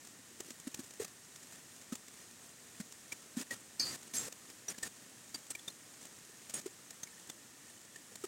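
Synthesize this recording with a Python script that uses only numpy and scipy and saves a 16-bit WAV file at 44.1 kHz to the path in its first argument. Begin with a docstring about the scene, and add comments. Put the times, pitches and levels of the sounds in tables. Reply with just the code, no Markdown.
"""Light rain on garden trees, in mono through a phone microphone with a noise gate.
All along, countless far drops merge into a soft hiss: shaped noise, fine patter and resonances.
From 0.4 s near drops burst on leaves as short noise and pat on slack surfaces as low damped tones.
Higher plinks join from 1.9 s; hard things clink at 3.8, twice near 4.15 and at 6.5 s, as beating modes.
The gate holds the hiss down and lets it surge up briefly with the louder drips."""
import sys
import numpy as np
from scipy import signal
from scipy.fft import rfft, irfft, next_fast_len
from scipy.io import wavfile
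from scipy.ndimage import uniform_filter1d

SR = 44100
rng = np.random.default_rng(int(sys.argv[2]) if len(sys.argv) > 2 else 0)


def int16_out(signal):
    """Quantize to a 16-bit WAV file."""
    q = np.round(np.clip(np.atleast_2d(signal).T, -1, 1) * 32767)
    wavfile.write(sys.argv[1], SR, q.astype(np.int16))


N = 364707


def undb(db):
    """Decibels to gain."""
    return 10 ** (np.asarray(db) / 20)


def unit(x):
    """Scale to rms 1."""
    return x / np.sqrt(np.mean(x ** 2))


def colour(x, points):
    """Shape the spectrum by (Hz, dB) points joined on a log frequency axis; rms 1."""
    point_hz, point_db = np.transpose(points)
    size = next_fast_len(N, True)
    bin_hz = np.maximum(np.arange(size // 2 + 1) * SR / size, 1)
    gain = undb(np.interp(np.log(bin_hz), np.log(point_hz), point_db))
    return unit(irfft(rfft(x, size) * gain, size)[:N])


def resonate(x, hz, width_hz):
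    """One resonance, passed twice for steep flanks; rms 1."""
    b, a = signal.iirpeak(hz, hz / width_hz, fs=SR)
    once = signal.lfilter(b, a, x + 1e-18)
    return unit(signal.lfilter(b, a, once))


def walk(rate):
    """Smooth random drift with a spread near 1, taking `rate` new values per second."""
    hold = int(SR / rate)
    steps = np.repeat(rng.standard_normal(N // hold + 1), hold)
    return unit(uniform_filter1d(steps, hold))[:N]


def swell(rise, t60):
    """Time axis and envelope of a push that builds up and dies away; peak 1."""
    t = np.arange(int((t60 + 2 * rise) * SR)) / SR
    build_up = 1 - np.exp(-(t / rise) ** 2)
    envelope = build_up * np.exp(-np.log(1000) * t / t60)
    return t, envelope / envelope.max()


def add(out, start_s, sound):
    """Mix a sound in at its start time, cut at the end of the scene."""
    i = int(start_s * SR)
    out[i:i + len(sound)] += sound[:N - i]


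def patter(rate, spread_db):
    """Random impacts of either sign, `rate` per second, many small and a few large."""
    when, rank, side = rng.random((int(rate * N / SR), 3)).T
    size = undb(-spread_db * np.log(rank + .01))
    return np.bincount((when * N).astype(int), size * np.sign(side - .5), N)


# The wash of rain on far trees. Each row: frequency in Hz, relative density in dB per Hz.
WASH_SPECTRUM = [(20, -45), (48, -21), (105, -3), (175, -2.5), (240, -0.5), (420, -6), (850, -10),
                 (1500, -9), (2600, -10.5), (4600, -11.5), (6700, -7), (8600, -7.5), (10200, -13),
                 (15500, -21.5)]
# Surfaces far drops keep ringing. Each row: pitch in Hz, width of each filter pass in Hz,
# level in dB against the wash, drops per second.
RINGING_SURFACES = [(250, 204, -18, 90), (1834, 180, -15, 300), (6860, 990, -15, 150),
                    (8250, 460, -15.5, 150)]


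def far_rain():
    """A wash of merged drops with flurries of fine patter on top; drops keep a few surfaces ringing."""
    wash = colour(rng.standard_normal(N), WASH_SPECTRUM) * undb(0.56 * walk(12))
    flurries = undb(1.9 * walk(16))
    fine = colour(patter(rate=600, spread_db=2.5), SPLASH_SPECTRUM) * flurries
    ringing = sum(undb(db) * resonate(patter(rate, spread_db=2.0), hz, width_hz)
                  for hz, width_hz, db, rate in RINGING_SURFACES)
    wash_db, fine_db = -46.5, -9.5  # the fine patter is set against the wash
    return undb(wash_db) * (wash + undb(fine_db) * fine + ringing)


# A drop bursting on a leaf. Each row: frequency in Hz, relative density in dB per Hz.
SPLASH_SPECTRUM = [(100, -17.5), (350, -2.5), (1000, -11), (3000, -8.5), (5000, -5.5), (7200, 1.5),
                   (9000, -7), (11000, -15), (15500, -13)]


def splashes(table, rise, t60, spray_db, spray_t60):
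    """A short noise burst as the drop breaks, with a fainter, longer spray of droplets."""
    force = np.zeros(N)
    for start_s, db, *_ in table:
        add(force, start_s, undb(db) * swell(rise, t60)[1])
        add(force, start_s, undb(db + spray_db) * swell(rise, spray_t60)[1])
    return force * colour(rng.standard_normal(N), SPLASH_SPECTRUM)


def drips(table, rise, glide, wobble):
    """Each drip pushes one damped mode, whose pitch slides and trembles as the water spreads."""
    out = np.zeros(N)
    tremble = np.tile(walk(500), 2)
    for start_s, db, hz, t60 in table:
        t, envelope = swell(rise, t60)
        trembling = wobble * tremble[int(start_s * SR):][:len(t)]
        pitch = hz * (1 + glide * t + trembling)  # glide: fraction of the pitch per second, upward
        add(out, start_s, undb(db) * envelope * np.sin(2 * np.pi * np.cumsum(pitch) / SR))
    return out


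def faint_drips(low_hz, high_hz, top_db, spread_db, mean_t60, count):
    """Drips further off, scattered in time and pitch, as rows (s, dB, Hz, t60 s)."""
    when, pitch, size, ring = rng.random((count, 4)).T
    hz = low_hz * (high_hz / low_hz) ** pitch
    return np.transpose([when * N / SR, top_db - spread_db * size, hz, mean_t60 * (.5 + ring)])


# Drops bursting on leaves near the microphone.
# Each row: start in seconds, level in dB before the trim shared by all leaves.
LEAF_SPLASHES = [(.4035, -42), (.503, -42.5), (.598, -44.5), (.7425, -40.5), (1.0445, -40), (1.0785, -44),
                 (1.246, -46), (1.358, -43), (1.952, -41), (2.0805, -44.5), (2.922, -44.5), (3.397, -44.5),
                 (3.411, -43.5), (4.323, -42.5), (4.499, -44), (6.4955, -42), (6.505, -45), (6.612, -44),
                 (6.905, -42), (7.2975, -42.5), (8.154, -41.5)]


def leaves(small_db, count=16):
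    """Drops burst on the near leaves, with smaller ones at random in between."""
    small = [(start_s, small_db) for start_s in rng.random(count) * N / SR]
    bursts = splashes([*LEAF_SPLASHES, *small], rise=0.0027, t60=0.018, spray_db=-18, spray_t60=0.18)
    return undb(0.8) * bursts  # shared trim


# Heavy drips close by on slack, hollow surfaces.
# Each row: start in seconds, peak in dB before the trim shared by all pats, starting pitch in Hz.
HEAVY_PATS = [(0.4, -44, 358), (0.669, -34, 260), (0.788, -38, 275), (0.797, -37.5, 290), (0.998, -31, 433),
              (1.018, -39, 432), (1.921, -32, 243), (2.798, -35.5, 210), (3.368, -30, 243),
              (3.402, -38, 269), (3.511, -45.5, 563), (4.278, -43.5, 517), (6.658, -33, 386),
              (6.672, -41.5, 414), (8.238, -33, 389)]


def pats():
    """Heavy drips thud on slack surfaces, most of them near and a few further off."""
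    decay_cycles = 12.4  # t60 in cycles of the starting pitch, so deep pats last longer
    near = [(start_s, db, hz, decay_cycles / hz) for start_s, db, hz in HEAVY_PATS]
    further = faint_drips(low_hz=201, high_hz=519, top_db=-44.0, spread_db=3, mean_t60=0.04, count=12)
    return undb(0.14) * drips([*near, *further], rise=0.0049, glide=0.22, wobble=0.026)


# Close drips that ring small stiff things and puddles.
# Each row: start in seconds, peak of the ring in dB, starting pitch in Hz, t60 in seconds.
NEAR_PLINKS = [(1.920, -48, 1274, .04), (3.120, -36, 2340, 0.023), (3.506, -34, 1886, 0.073),
               (4.681, -33, 5800, .05), (4.698, -40, 8820, .04), (4.742, -43.5, 1701, .04),
               (4.827, -35.5, 8000, .04), (4.829, -35.5, 1806, 0.047), (5.342, -36, 4680, 0.057),
               (5.501, -36, 8115, 0.047), (5.505, -40.5, 9399, .03), (5.515, -45.5, 7800, .017),
               (5.549, -36, 2340, 0.025), (5.589, -42.5, 3467, .035), (5.677, -35.5, 3660, 0.043),
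               (5.698, -42.5, 4130, .03), (7.030, -36.5, 6310, 0.058), (7.069, -43, 2210, .037),
               (7.127, -47, 1773, .04), (7.296, -41, 3480, 0.028), (7.956, -42.5, 1780, 0.058),
               (8.238, -43, 1263, 0.016)]


def plinks():
    """Near drips splash and ring at once; further off only the ring carries, and tiny drops tick on leaves."""
    ring = drips(NEAR_PLINKS, rise=0.0045, glide=.04, wobble=0.014)
    splash = splashes(NEAR_PLINKS, rise=0.0059, t60=.022, spray_db=-24.5, spray_t60=0.092)
    distant = faint_drips(low_hz=1210, high_hz=9360, top_db=-48, spread_db=5.5, mean_t60=0.023, count=100)
    ticks = faint_drips(low_hz=5780, high_hz=9180, top_db=-47.0, spread_db=6, mean_t60=0.039, count=130)
    faint = drips([*distant, *ticks], rise=0.0032, glide=.2, wobble=.015)
    splash_db = -8  # against the ring
    return ring + undb(splash_db) * splash + faint


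# Four hard things under the trees, each row a cluster of close modes.
# Each row: centre in Hz, spread to either side in Hz, level in dB, t60 in seconds.
LOUD_MODES = [(4634, 14, -35.5, 0.25), (4790, 220, -39, 0.38), (4320, 150, -39.5, 0.3),
              (4950, 770, -30.5, 0.023), (5080, 400, -42, .2), (6320, 250, -36, 0.084),
              (2345, 130, -50.5, 0.078)]
SIZZLING_MODES = [(6140, 120, -46, .14), (8330, 70, -44, 0.14), (6060, 2500, -43.5, 0.2),
                  (10600, 1700, -43, .19)]
CHIMING_MODES = [(7520, 150, -36, 0.23), (6500, 170, -44, 0.24)]
THIN_MODES = [(8560, 140, -38, 0.077), (9920, 150, -44, 0.098), (7150, 73, -46, .05), (6720, 125, -45, .22)]
# The bright clinks. Each row: start in seconds, rise in seconds, modes of the thing struck.
CLINK_HITS = [(3.795, .006, LOUD_MODES), (4.134, 0.015, SIZZLING_MODES), (4.165, 0.0055, CHIMING_MODES),
              (6.537, 0.0082, THIN_MODES)]


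def clinks(count=70):
    """The drop splashes, and close modes of the hard object beat against each other as they fade."""
    splash_db = -42
    drops = [(start_s, splash_db) for start_s, *_ in CLINK_HITS]
    out = splashes(drops, rise=0.0028, t60=0.028, spray_db=-11, spray_t60=0.12)
    for start_s, rise, clusters in CLINK_HITS:
        for hz, spread_hz, db, t60 in clusters:
            t, envelope = swell(rise, t60)
            place, phase = rng.random((2, count, 1))
            rank = 2 * (np.arange(count)[:, None] + place) / count - 1
            # crowded near the centre
            modes = hz + spread_hz * np.sign(rank) * (1 - np.sqrt(1 - np.abs(rank)))
            ring = envelope * np.sin(2 * np.pi * (modes * t + phase)).sum(axis=0)
            # the beating ring gets the energy of its envelope
            same_energy = np.sqrt(np.sum(envelope ** 2) / np.sum(ring ** 2))
            add(out, start_s, undb(db) * ring * same_energy)
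    return out


def scene():
    """Far rain and near drips, the same in both channels."""
    mono = far_rain() + leaves(small_db=-46.0) + pats() + plinks() + clinks()
    return np.array([mono, mono])


def gate(x, depth_db, open_db, knee_db, window_s, hold_db, hold_knee_db, hold_s, bass_hz, fade_s):
    """Noise gate: a quick detector opens it, a slow one, deaf to bass, holds it after a strong drip."""
    quick = uniform_filter1d(x ** 2, int(window_s * SR))
    bright = signal.sosfilt(signal.butter(1, bass_hz, "high", fs=SR, output="sos"), x)
    step = 1 / (hold_s * SR)
    slow = signal.lfilter([step], [1, step - 1], bright ** 2)
    quick_db, slow_db = 10 * np.log10(np.maximum([quick, slow], 1e-12))
    quick_opening = (quick_db - open_db) / knee_db
    slow_opening = (slow_db - hold_db) / hold_knee_db
    opening = np.clip(np.maximum(quick_opening, slow_opening), 0, 1)
    # the gain looks ahead and fades smoothly both ways
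    fade = int(fade_s * SR)
    smooth = uniform_filter1d(uniform_filter1d(opening, fade), fade)
    return undb(depth_db * (smooth - 1))


def record(dry):
    """The phone gates the quiet background and cuts the top."""
    gain = gate(dry[0], depth_db=11.0, open_db=-44.5, knee_db=5.0, window_s=0.0069,
                hold_db=-43, hold_knee_db=0.24, hold_s=0.041, bass_hz=240, fade_s=0.0023)
    top_hz = 15850
    top_cut = signal.ellip(10, .2, 70, top_hz, fs=SR, output="sos")
    return signal.sosfilt(top_cut, dry * gain)


dry = scene()
out = record(dry)
int16_out(out)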